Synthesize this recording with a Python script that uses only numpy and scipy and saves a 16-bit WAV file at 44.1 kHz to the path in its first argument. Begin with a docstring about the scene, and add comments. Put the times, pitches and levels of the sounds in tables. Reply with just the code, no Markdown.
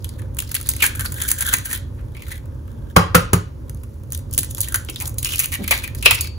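"""Eggs cracked in a quiet kitchen

An egg is knocked three times on the counter; hands split shells with sharp snaps, crunches, rasps and crackle.
Breaks are noise bursts that drive shell resonances; knocks excite egg, board and counter modes.
Soft bumps, one bowl clink and a short room tail join them over low rumble and hiss; the loudest peaks clip."""
import sys
import numpy as np
from scipy import signal
from scipy.fft import rfft, irfft, next_fast_len
from scipy.io import wavfile
from scipy.ndimage import map_coordinates

SR = 44100
rng = np.random.default_rng(int(sys.argv[2]) if len(sys.argv) > 2 else 0)


def master(y):
    """Save y as 16-bit WAV."""
    cut = np.clip(np.atleast_2d(y).T, -1, 1)
    pcm = np.round(cut * 32767)  # scale
    wavfile.write(sys.argv[1], SR, pcm.astype(np.int16))


N = 281344

# Event level_db is the peak before the stereo stage; rise_s is the time of a 20 dB rise.
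# Building rumble spectrum: freq_hz, density_db (relative, per Hz)
RUMBLE_SPECTRUM = [(12, -66), (20, -42), (38, -6), (90, -2), (136, -10), (171, -25.5), (221, -19.5),
                   (376, -25.5), (422, -31), (544, -26.5), (702, -43.5), (905, -36.5), (1580, -47),
                   (1730, -50.5), (5000, -68.5), (6500, -82), (11000, -120)]
RUMBLE_RMS_DB, HISS_RMS_DB, SWELL_RATE_HZ = -29, -60, 6
# Room decay: freq_hz, t60_s
ROOM_DECAY = [(150, 0.29), (1000, 0.31), (4000, 0.37), (12000, 0.16)]
# Small glazed bowl: freq_hz, level_db, t60_s
BOWL_MODES = [(4510, -34, 0.63), (8100, -28, 0.11)]
CLINK_START_S = 6.209
# Soft bumps and brushes of hands and bowls on the board, and empty shell halves set down on each other near
# 5.7-6.1 s: peak_s, level_db, nominal_pitch_hz, rise_s, t60_s
SOFT_BUMPS = [(.825, -27, 470, 0.0016, 0.22), (1.537, -26.5, 304, 0.0029, 0.053),
              (1.994, -41.5, 1830, 0.033, 0.18), (4.385, -24.5, 326, .003, 0.07),
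              (4.745, -32, 500, .002, 0.078), (4.889, -26.5, 360, 0.0027, 0.12),
              (5.04, -32, 1050, 0.14, 0.31), (5.608, -35, 535, 0.04, 0.17),
              (5.618, -18.5, 235, 0.058, 0.14), (5.71, -16.5, 590, 0.0011, 0.045),
              (5.723, -15.5, 960, 0.0031, 0.1), (6.061, -10, 525, 0.0013, 0.058),
              (6.063, -13, 1310, 0.0033, .06), (6.11, -10.5, 1280, 0.00205, 0.082)]

# Egg against the counter: contact_s, level_db, thud_rel_db, board_rel_db, slap_rel_db
EGG_KNOCKS = [(2.965, 10, -12, -7.5, -21.5), (3.148, 4, -9, 0, -9), (3.333, -5.5, 1.5, 1, -11)]
# Slab and cabinet: freq_hz, mean_level_db, undamped_t60_s
SLAB_MODES = [(69, -4.5, 0.19), (98.4, 1.5, 0.2), (116.5, -10.5, 0.4), (170, -0.5, 0.21)]
# Egg and counter surface: freq_hz, level_db, t60_s
SURFACE_MODES = [(910, -2, 0.024), (1065, 9, 0.033), (1173, 10.5, 0.027), (1405, -2, 0.12),
                 (1550, -13, 0.028), (1820, -25, 0.018), (2180, -30, 0.036)]
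# Cutting board: freq_hz, level_db, t60_s
BOARD_MODES = [(216, -8, 0.074), (311, -1, 0.057), (399, 4, 0.039), (463, 1.5, 0.04), (610, -31, 0.024),
               (752, -18, 0.013)]

# Hands at work, one list per egg: time_s, bright_crackle_db, hollow_crackle_db, cavity_hz
HANDLING = [
    [(0, -66, -52.5, 2520), (.17, -63, -49, 2080), (.32, -80, -68, 1440), (.4, -56, -47.5, 2770),
     (.57, -55, -38.5, 2130), (.77, -55.5, -37, 2410), (.9, -63.5, -44, 1770), (1.03, -35.5, -40, 1565),
     (1.1, -44, -51, 1600), (1.2, -38, -31.5, 1800), (1.35, -46, -42.5, 1670), (1.5, -34, -23, 1750),
     (1.62, -53, -50.5, 1980), (1.72, -28, -48.5, 2060), (1.8, -83, -74, 2180), (1.95, -61, -69.5, 1770),
     (2.1, -65, -63, 1760), (2.2, -66, -52, 2250), (2.32, -39, -37.5, 2060), (2.45, -71, -65, 1580),
     (2.93, -84.5, -56, 1700)],
    [(3.6, -70, -65.5, 1515), (3.85, -63, -68, 2840), (4.08, -65, -89, 1610), (4.14, -60, -31, 3200),
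     (4.24, -76, -88, 1700), (4.33, -59, -41, 2850), (4.45, -67, -46.5, 2500), (4.5, -59, -52, 3200),
     (4.6, -60, -44, 2720), (4.72, -56, -40, 1570), (4.83, -63, -53, 1520), (4.92, -63, -46, 2890),
     (5.05, -41.5, -39, 2460), (5.13, -68, -69, 1990), (5.27, -31, -32, 2750), (5.4, -47.5, -35, 2710),
     (5.5, -39, -53, 2240), (5.6, -61.5, -46, 2130), (5.76, -38, -25.5, 2200), (5.91, -70, -53, 2000),
     (6.0, -80, -41.5, 2600), (6.11, -38, -32.5, 2400), (6.24, -64, -35.5, 2540), (6.3, -79, -46.5, 2340)],
]
# Bright break spectrum: freq_hz, gain_db
CRACK_SPECTRUM = [(1500, -29), (4500, -7), (5400, -11.5), (6300, -1.5), (8500, 4), (11000, 3), (13500, 3.5),
                  (16000, -0.5)]
# Hollow crackle spectrum, ahead of the cavity: freq_hz, gain_db
HOLLOW_SPECTRUM = [(500, -97), (1000, -3.5), (1600, 15), (2400, -19), (3300, 8), (4700, 4), (7000, 12)]

# Sudden shell breaks: peak_s, level_db, ring_rel_db, ring_pitch_hz, crack_t60_s
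SHELL_SNAPS = [(0.0447, -11, -13, 3340, 0.013), (.0913, -17.5, -14, 4670, .016),
               (0.2195, -28.5, -5, 1100, .011), (.3474, -21.5, -37, 1270, .007),
               (0.3692, -15.5, -17, 1180, 0.0091), (0.3871, -5.5, -13.5, 2700, .007),
               (0.3908, -2, -16.5, 2800, .006), (0.4027, -6, -17, 3280, .009),
               (0.4228, -13.5, -14, 1260, .01), (0.4927, -24, -12, 2270, .013),
               (0.5162, -10, -17, 1490, 0.018), (0.544, -6.5, -14.5, 2130, 0.028),
               (0.551, -1, -16, 2520, 0.035), (.6004, -19, -14, 1325, 0.014),
               (0.6128, -11.5, -20, 1530, 0.015), (.6291, -16.5, -22, 2520, 0.0082),
               (0.6606, -23, -12.5, 1110, .009), (0.671, -15, -19, 2350, .014), (0.69, 4, -30, 1370, 0.02),
               (0.701, -9.5, -17, 2290, 0.025), (0.737, -9.5, -15.5, 2230, 0.0071),
               (0.7646, -12.5, -17, 2200, .024), (0.8221, -4, -1, 2370, 0.067),
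               (0.8266, 1.5, -9, 2210, 0.017), (0.8618, 0.5, -19, 2300, 0.0076),
               (0.8652, 2, -19, 2326, 0.016), (.952, -14.5, -10.5, 1530, 0.005),
               (.9573, -13, -40, 1450, .016), (0.995, -9.5, -8.5, 1650, 0.046),
               (1.0085, -5.5, -16, 1630, .009), (1.0593, -8, -8, 4550, 0.014),
               (1.122, -9.5, -19, 1520, 0.026), (1.1428, -11.5, -22, 1940, .008),
               (1.1833, -18.5, -9.5, 1980, 0.011), (1.202, -15.5, -6.5, 1900, 0.039),
               (1.2172, -5, -31, 1900, 0.011), (1.221, -2, -18.5, 1980, 0.015),
               (1.28, -14, -18, 3250, 0.0083), (1.3157, 6, -22.5, 1880, 0.011),
               (1.3853, -13, -13, 1720, 0.074), (1.408, -3.5, -18, 1530, 0.048),
               (1.466, -1.5, -25, 1700, 0.013), (1.482, -12, -3.5, 1470, 0.017),
               (1.4881, -10, -9.5, 3380, 0.044), (1.5379, 7, -11.5, 1880, 0.019),
               (1.569, -8, -29, 1750, 0.008), (1.5852, -8.5, -15, 1940, 0.011),
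               (1.7292, -7.5, -9, 1780, 0.05), (2.222, -27, -11, 2300, 0.022),
               (2.3168, -19, -2.5, 1990, 0.047), (2.4577, -32, -14, 1330, 0.0097),
               (2.679, -34.5, -5, 1170, 0.0086), (2.9642, 3.5, -8, 1210, 0.036),
               (3.151, 7, -3.5, 1300, 0.031), (3.3329, -0.5, -8, 1280, 0.039),
               (3.696, -18.5, -18, 1560, .01), (3.7472, -27, -22, 1240, 0.0077),
               (3.8349, -25.5, -12, 1100, .028), (4.0357, -29, -14, 1180, .008),
               (4.1046, -22, -28, 1180, .012), (4.1222, -8, -25, 1090, .01),
               (4.1315, -12.5, -23, 1090, 0.0071), (4.1491, -5.5, -18, 3980, 0.0099),
               (4.176, -14, -24, 3080, 0.0061), (4.1907, -22.5, -16.5, 1120, .016),
               (4.3118, -22, -27, 1130, 0.01), (4.3292, -12, -32, 3920, 0.011),
               (4.3376, -7, -38, 3900, 0.0095), (4.3481, -11, -23, 4060, 0.0076),
               (4.3788, 7.5, -20.5, 3250, 0.011), (4.3869, 3.5, -22.5, 3420, .026),
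               (4.4084, -12, -33, 3600, 0.011), (4.432, -7, -19, 1740, 0.028),
               (4.4457, -11.5, -27, 3480, 0.021), (4.5487, -8, -22, 3600, 0.0063),
               (4.5722, -18, -12, 4110, .008), (4.581, -15, -14.5, 990, 0.056),
               (4.6058, 1.5, -46, 3920, 0.021), (4.6136, -3, -33, 3850, .019),
               (4.6749, -21.5, -5.5, 1910, .018), (4.6853, -9.5, -18, 1830, 0.021),
               (4.7232, -12.5, -14, 1310, 0.018), (4.7437, 2, -11, 1510, 0.038),
               (4.7584, -4, -21, 1500, 0.015), (4.849, -21, -32, 1430, .011),
               (4.8875, -22.5, 3.5, 2720, 0.024), (4.8982, -13.5, -25, 2630, 0.029),
               (4.96, -14.5, -2, 3630, 0.0096), (5.002, -7.5, -22, 2400, 0.011),
               (5.0594, -17.5, -20, 4500, .015), (5.0949, -14.5, -42, 1120, 0.0067),
               (5.1433, -24, -23, 1210, .01), (5.1837, -7.5, -18.5, 4570, 0.043),
               (5.229, -8, -16, 3340, .024), (5.247, -6, -26, 2540, .012), (5.3585, 0.5, -34, 2200, 0.0092),
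               (5.382, -11, -13, 4030, 0.013), (5.393, 2.5, -32, 2350, 0.022),
               (5.4582, -6.5, -31, 2170, 0.01), (5.6785, -4, -9, 2400, 0.026), (5.7096, 3, -8, 2350, .04),
               (5.7773, -7.5, -15, 2390, 0.0066), (5.877, -15, -8, 1910, 0.009),
               (5.949, -16.5, -16, 1940, 0.03), (6.0263, -9, -9, 2680, .031), (6.059, 10, 4, 2626, 0.0098),
               (6.1095, 5, -6.5, 2470, 0.034), (6.2091, -2, -23, 4370, 0.032), (6.179, -26, 5, 2220, .027),
               (6.244, -19.5, -5.5, 2320, 0.033)]
# Grinding shell edges that swell in: peak_s, level_db, ring_rel_db, ring_pitch_hz, crack_t60_s
SHELL_CRUNCHES = [(0.1946, -29, -5.5, 1810, .027), (0.806, -15.5, -1.5, 2700, 0.038),
                  (0.841, 0.5, -8.5, 1700, 0.023), (0.8556, -4, -8.5, 1880, 0.022),
                  (0.878, -12, -21, 1910, 0.0063), (1.0541, -10, -10, 1420, 0.02),
                  (1.238, -11, -14, 1700, .03), (1.2898, -3.5, -18, 2200, 0.012),
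                  (1.3051, -6, -15.5, 1570, 0.078), (1.4245, -6.5, -12, 1630, 0.032),
                  (1.5328, -8, -2, 1440, 0.011), (1.6572, -11.5, -11.5, 1675, 0.033),
                  (1.7126, -17.5, -3, 1810, .015), (2.286, -28, -3, 1330, 0.015),
                  (4.3927, -6, -39, 3510, 0.018), (4.512, -15, -21, 3470, 0.017),
                  (4.6332, -14, -9, 4300, 0.026), (4.6443, -15.5, -10, 3200, 0.029),
                  (5.0108, -15.5, -7, 2330, 0.036), (5.0237, -10, -19, 2370, .015),
                  (5.078, -10.5, -23.5, 1140, .016), (5.257, -13, -2.5, 2800, 0.024),
                  (5.333, -14, -5, 2570, 0.022), (5.4002, -2, -11.5, 2370, 0.045),
                  (5.4423, -12.5, -7.5, 2600, 0.017), (5.6434, -20.5, -1, 2370, .02),
                  (5.722, -6, -1, 2100, 0.014), (5.8413, -14.5, -2, 2440, 0.036),
                  (5.9863, -23.5, -17, 4370, 0.024), (6.0614, -3, 2.5, 2610, 0.023),
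                  (6.079, -22, 12, 2770, .025), (6.1499, -9, -10, 2540, 0.037)]
# Shell halves dragged along each other: start_s, length_s, typical_level_db, ring_rel_db, typical_pitch_hz
SHELL_SCRAPES = [(1.655, .04, -26, -6.5, 1680), (1.7, 0.073, -14.5, -14.5, 1700),
                 (1.74, 0.03, -23.5, -7, 3280), (2.15, 0.086, -34, -1.5, 2220), (2.27, 0.11, -34, -4, 1950),
                 (5.26, .09, -14.5, -5, 2800), (5.425, 0.031, -16, -10, 2500),
                 (5.52, 0.033, -12, -7.5, 2300), (5.725, 0.024, -17.5, -3, 2170)]
# Half-shell resonances: pitch_ratio, ungripped_relative_width, gain_db
SHELL_MODES = [(.55, 0.18, -7), (1, 0.12, 9), (1.33, 0.16, -7.5), (1.85, 0.17, -10.5)]
# What a break feeds into the shell: freq_hz, gain_db
PUSH_SPECTRUM = [(200, -55.5), (900, 4), (4000, 3.5), (7000, -8), (16000, -24)]
BURST_LEAD_S = .03  # start of a burst to its peak
SNAP_RISE_S, CRUNCH_RISE_S = 0.00091, 0.012
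SCATTER_REL_DB, SCATTER_EXTRA_T60_S = -21, .03
CATCHES_PER_SCRAPE = 7
CATCH_T60_S, CATCH_RISE_S, CATCH_SPREAD_DB = 0.018, 0.0019, 3.5
CHIP_SLOTS = 220  # spread over the whole time; only those during handling sound
CHIP_OVER_BRIGHT_DB, CHIP_RANGE_DB = 14, 4.5  # smallest peak over bright crackle; range above it
CHIP_RING_REL_DB, CHIP_T60_S, CHIP_RISE_S = -16.5, 0.024, 0.0022  # typical values
CHIP_T60_LOG_SPREAD = 0.76

# Left-right likeness: freq_hz, correlation
LIKENESS = [(60, 0.98), (150, .9), (350, 0.51), (800, 0.057), (1500, 0.033), (4500, 0.033), (6200, 0.92),
            (16000, 1)]
# Level lean: freq_hz, left_minus_right_db
LEVEL_LEAN = [(40, -2.5), (120, -1.3), (500, 1.5), (2000, 0)]
IN_STEP_HZ, TURN_HZ = 10950, 4950  # sides agree in phase here, and again after each turn
TOP_HZ = 15850


def amp(db):
    """Gain of a dB value."""
    return 10 ** (np.asarray(db) / 20)


def unit(x):
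    """Scaled to rms 1."""
    return x / np.sqrt(np.mean(x ** 2) + 1e-20)


def along(points, hz):
    """Interpolation of (freq_hz, value) points on a log axis."""
    f, v = np.transpose(points)
    return np.interp(np.log(hz + 1), np.log(f + 1), v)


def filtered(x, response):
    """x times a complex response of frequency."""
    n = x.shape[-1]
    m = next_fast_len(n + min(n // 4, 8192))
    return irfft(rfft(x, m) * response(np.fft.rfftfreq(m, 1 / SR)), m)[..., :n]


def coloured(x, points):
    """x through a smooth (freq_hz, gain_db) spectrum."""
    return filtered(x, lambda hz: amp(along(points, hz)))


def laid(times_s, sounds, lead_s=0):
    """Sounds (events, 2, samples) summed at their times, each starting lead_s early."""
    out = np.zeros((2, SR + N + sounds.shape[-1]))  # one spare second in front
    for time_s, sound in zip(times_s, sounds):
        start = round((1 + time_s - lead_s) * SR)
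        out[:, start:][:, :sound.shape[-1]] += sound
    return out[:, SR:SR + N]


def peaked(x, db):
    """Each event scaled to its peak level."""
    return x / np.abs(x).max(axis=(1, 2), keepdims=True) * amp(db)[:, None, None]


def puffs(rise_s, t60_s, seconds, scatter=0):
    """Noise bursts, two independent channels: up 20 dB in rise_s to a peak at BURST_LEAD_S, then dying."""
    t = np.arange(round((BURST_LEAD_S + seconds) * SR)) / SR - BURST_LEAD_S
    rise, t60 = np.clip([rise_s, t60_s], .0003, 1)[:, :, None, None]
    climb = amp(-20 * np.abs(t) / rise)
    fall = amp(-60 * np.abs(t) / t60)
    fall = fall + scatter * amp(-60 * np.abs(t) / (t60 + SCATTER_EXTRA_T60_S))
    noise = rng.standard_normal((len(t60), 2, len(t)))
    return noise * np.where(t < 0, climb, fall)


def rung(x, hz, modes, spread=1):
    """Each event through resonances (ratio, relative width, dB) on its own pitch, widened by spread."""
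    def response(f):
        u = f / hz[:, None, None]
        total = 0
        for ratio, width, db in modes:
            loss = 1j * u * ratio * width * spread
            total = total + amp(db) * loss / (ratio * ratio - u * u + loss)
        return total
    return filtered(x, response)


def background():
    """Building rumble, slowly swelling, over microphone hiss."""
    knots = rng.standard_normal(round(N * SWELL_RATE_HZ / SR) + 4)
    swell = map_coordinates(knots, [np.arange(N) * SWELL_RATE_HZ / SR])
    rumble = unit(coloured(rng.standard_normal((2, N)), RUMBLE_SPECTRUM) * amp(1.2 * swell))
    return amp(RUMBLE_RMS_DB) * rumble + amp(HISS_RMS_DB) * rng.standard_normal((2, N))


def kitchen(x):
    """Room tail: noise in which each frequency dies at its own speed."""
    hz, t, z = signal.stft(rng.standard_normal((2, SR // 2)), SR, nperseg=256)
    decay = amp(-60 * t / along(ROOM_DECAY, hz)[:, None])
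    tail = signal.istft(z * decay, SR, nperseg=256)[1]
    delayed = np.pad(x, ((0, 0), (200, 0)))  # samples
    return signal.fftconvolve(delayed, tail / np.linalg.norm(tail[0]), axes=1)[:, :N]


def clink():
    """A shell edge touches the glazed rim: the bowl's modes ring as decaying sines."""
    t = np.arange(SR // 4) / SR
    ring = sum(amp(db - 60 * t / t60) * np.sin(2 * np.pi * hz * t) for hz, db, t60 in BOWL_MODES)
    return laid([CLINK_START_S], ring * np.ones((1, 2, 1)))


def bumps():
    """Dull contacts: noise bursts through two broad resonances, without a clear ring."""
    peak_s, db, hz, rise, t60 = np.transpose(SOFT_BUMPS)
    dull = rung(puffs(rise, t60, 0.2), hz, [(0.91, 0.66, 0)])
    dull = rung(dull, hz, [(0.77, 1.5, 0)])
    return laid(peak_s, peaked(dull, db), BURST_LEAD_S)


def ringing(modes, t, damping, attack_s):
    """Slab modes at varied strengths, starting from rest; mostly common to both sides."""
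    hz, db, t60 = np.transpose(modes)[:, :, None, None]
    varied_db = db + rng.normal(0, 1.2, (len(modes), 1, 1))
    level = amp(varied_db - 60 * t / (damping * t60))
    tone = (level * np.sin(2 * np.pi * hz * t)).sum(axis=0)
    return tone * (1 - np.exp(-t / attack_s)) * [[1], [.3]]  # common, apart


def struck(modes, contact_s):
    """A crumbling contact drives modes (freq_hz, level_db, t60_s) with fresh noise at each knock."""
    each = np.ones(len(EGG_KNOCKS))
    resonances = []
    for hz, db, t60 in modes:
        width = np.log(1000) / (np.pi * t60 * hz)
        resonances.append((hz, width, db + 20 * np.log10(t60)))
    return rung(puffs(0.0024 * each, contact_s * each, .3), each, resonances)


def knocks():
    """Egg and board answer at once; the heavy counter swings in a little later."""
    contact_s, db, thud_db, board_db, slap_db = np.transpose(EGG_KNOCKS)
    t = np.arange(SR // 3) / SR
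    thud = np.array([ringing(SLAB_MODES, t, 0.54, 0.0056) for _ in contact_s])
    slap = struck([(3220, 0, 0.0003)], 0.11)
    quick = peaked(struck(SURFACE_MODES, 0.039), db)
    quick = quick + peaked(struck(BOARD_MODES, 0.045), db + board_db)
    quick = quick + peaked(slap, db + slap_db)
    return laid(contact_s, peaked(thud, db + thud_db)) + laid(contact_s, quick, BURST_LEAD_S)


def handling(t):
    """Bright dB, hollow dB and cavity Hz at times t, and whether hands are on a shell."""
    time_s, *columns = np.vstack(HANDLING).T
    busy = sum((t > egg[0][0]) & (t < egg[-1][0]) for egg in HANDLING)
    return [np.interp(t, time_s, column) for column in columns] + [busy]


def crackle():
    """Unequal tiny breaks ride on skin-on-shell hiss; the cavity between hands and shell colours them."""
    ticks = (rng.random(N) < 500 / SR) * amp(5.23 * rng.exponential(size=N))  # 500 per second
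    grain = signal.lfilter([1], [1, -amp(-60 / (0.017 * SR))], ticks)  # tick t60 17 ms
    bed = (0.2 + unit(grain)) * rng.standard_normal((2, 2, N))
    bright_db, hollow_db, _, busy = handling(np.arange(N) / SR)
    f, frames_s, z = signal.stft(coloured(bed[1], HOLLOW_SPECTRUM), SR, nperseg=256)
    off = np.log((f[:, None] + 1) / handling(frames_s)[2]) / .14
    # second cavity mode a little under twice the first
    cavity = amp(-17) + np.exp(-off ** 2 / 2) + amp(-4) * np.exp(-(off - 4.4) ** 2 / 2)
    hollow = signal.istft(z * cavity, SR, nperseg=256)[1][:, :N]
    bright = unit(coloured(bed[0], CRACK_SPECTRUM))
    return busy * (amp(bright_db) * bright + amp(hollow_db) * unit(hollow))


def chips():
    """Rows for small chance breaks: level follows the handling, ring lies near the cavity pitch."""
    place, size = rng.random((2, CHIP_SLOTS))
    vary = rng.standard_normal((4, CHIP_SLOTS))
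    peak_s = (np.arange(CHIP_SLOTS) + place) * N / SR / CHIP_SLOTS
    bright_db, _, cavity_hz, busy = handling(peak_s)
    level_db = bright_db + CHIP_OVER_BRIGHT_DB + CHIP_RANGE_DB * size ** 2
    ring_db = CHIP_RING_REL_DB + 4 * np.tanh(vary[0])
    pitch_hz = cavity_hz * np.exp(0.11 * vary[1])
    t60_s = CHIP_T60_S * np.exp(CHIP_T60_LOG_SPREAD * vary[2])
    rise_s = CHIP_RISE_S * np.exp(vary[3])
    return np.transpose([peak_s, level_db, ring_db, pitch_hz, t60_s, rise_s])[busy > 0]


def catches():
    """Rows for the uneven catches of shell edges that make up each scrape."""
    start_s, length_s, db, ring_db, hz = np.repeat(SHELL_SCRAPES, CATCHES_PER_SCRAPE, axis=0).T
    place, size, pitch = rng.standard_normal((len(start_s), 3)).T
    index = np.arange(len(start_s)) % CATCHES_PER_SCRAPE
    share = (index + 0.14 * place) / (CATCHES_PER_SCRAPE - 1)
    same = np.ones(len(start_s))
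    return np.transpose([start_s + share * length_s, db + CATCH_SPREAD_DB * size, ring_db,
                         hz * np.exp(.1 * pitch), CATCH_T60_S * same, CATCH_RISE_S * same])


def snaps():
    """Shell breaks crack brightly and scatter off hands and bowl; the hollow half rings at its own pitch."""
    loud = [row + (SNAP_RISE_S,) for row in SHELL_SNAPS]
    loud += [row + (CRUNCH_RISE_S,) for row in SHELL_CRUNCHES]
    peak_s, db, ring_db, hz, t60, rise = np.vstack([loud, catches(), chips()]).T
    burst = puffs(rise, t60, .05, amp(SCATTER_REL_DB))
    burst[:, 0, round(BURST_LEAD_S * SR)] += 7 * np.exp(-rise / 0.00099)  # spike of a sudden break
    crack = peaked(coloured(burst, CRACK_SPECTRUM), db)
    gripped = amp(np.clip(-.7 * (ring_db + 5), 0, 14))  # fingers that mute the ring also blur and shorten it
    push = coloured(puffs(rise, 1.57 * t60 + 0.031 / gripped, .05), PUSH_SPECTRUM)
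    ring = peaked(rung(push, hz, SHELL_MODES, gripped[:, None, None]), db + ring_db)
    return laid(peak_s, crack + ring, BURST_LEAD_S)


def scene():
    """Handling, room and background; channel 0 is common to both sides, channel 1 sets them apart."""
    shell, blows = snaps() + bumps(), knocks()
    room = amp(-11) * kitchen(shell) + amp(-9.5) * kitchen(blows)
    return shell + blows + room + clink() + crackle() + background()


def record(dry):
    """Stereo pair: bass and treble mostly common, right treble a fifth of a millisecond early; peaks clip."""
    def mix(hz):
        turn = np.arccos(np.clip(along(LIKENESS, hz), -1, 1)) / 2
        return [np.cos(turn), np.sin(turn)]

    def sides(hz):
        phase = np.pi * np.maximum(hz - IN_STEP_HZ + TURN_HZ, 0) / TURN_HZ
        lean = amp(np.outer([.5, -.5], along(LEVEL_LEAN, hz)))
        return np.exp(1j * np.outer([-1, 1], phase)) * lean

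    common, apart = filtered(dry, mix)
    pair = filtered(np.array([common + apart, common - apart]), sides)
    pair = filtered(pair, lambda hz: (1j * hz / (24 + 1j * hz)) ** 2)  # small microphones lose the deepest bass
    clipped = pair / (1 + np.abs(pair) ** 12) ** (1 / 12)
    return filtered(clipped, lambda hz: amp(np.interp(hz - TOP_HZ, [-250, 50, 650, 850], [0, -20, -26, -120])))


dry = scene()
out = record(dry)
master(out)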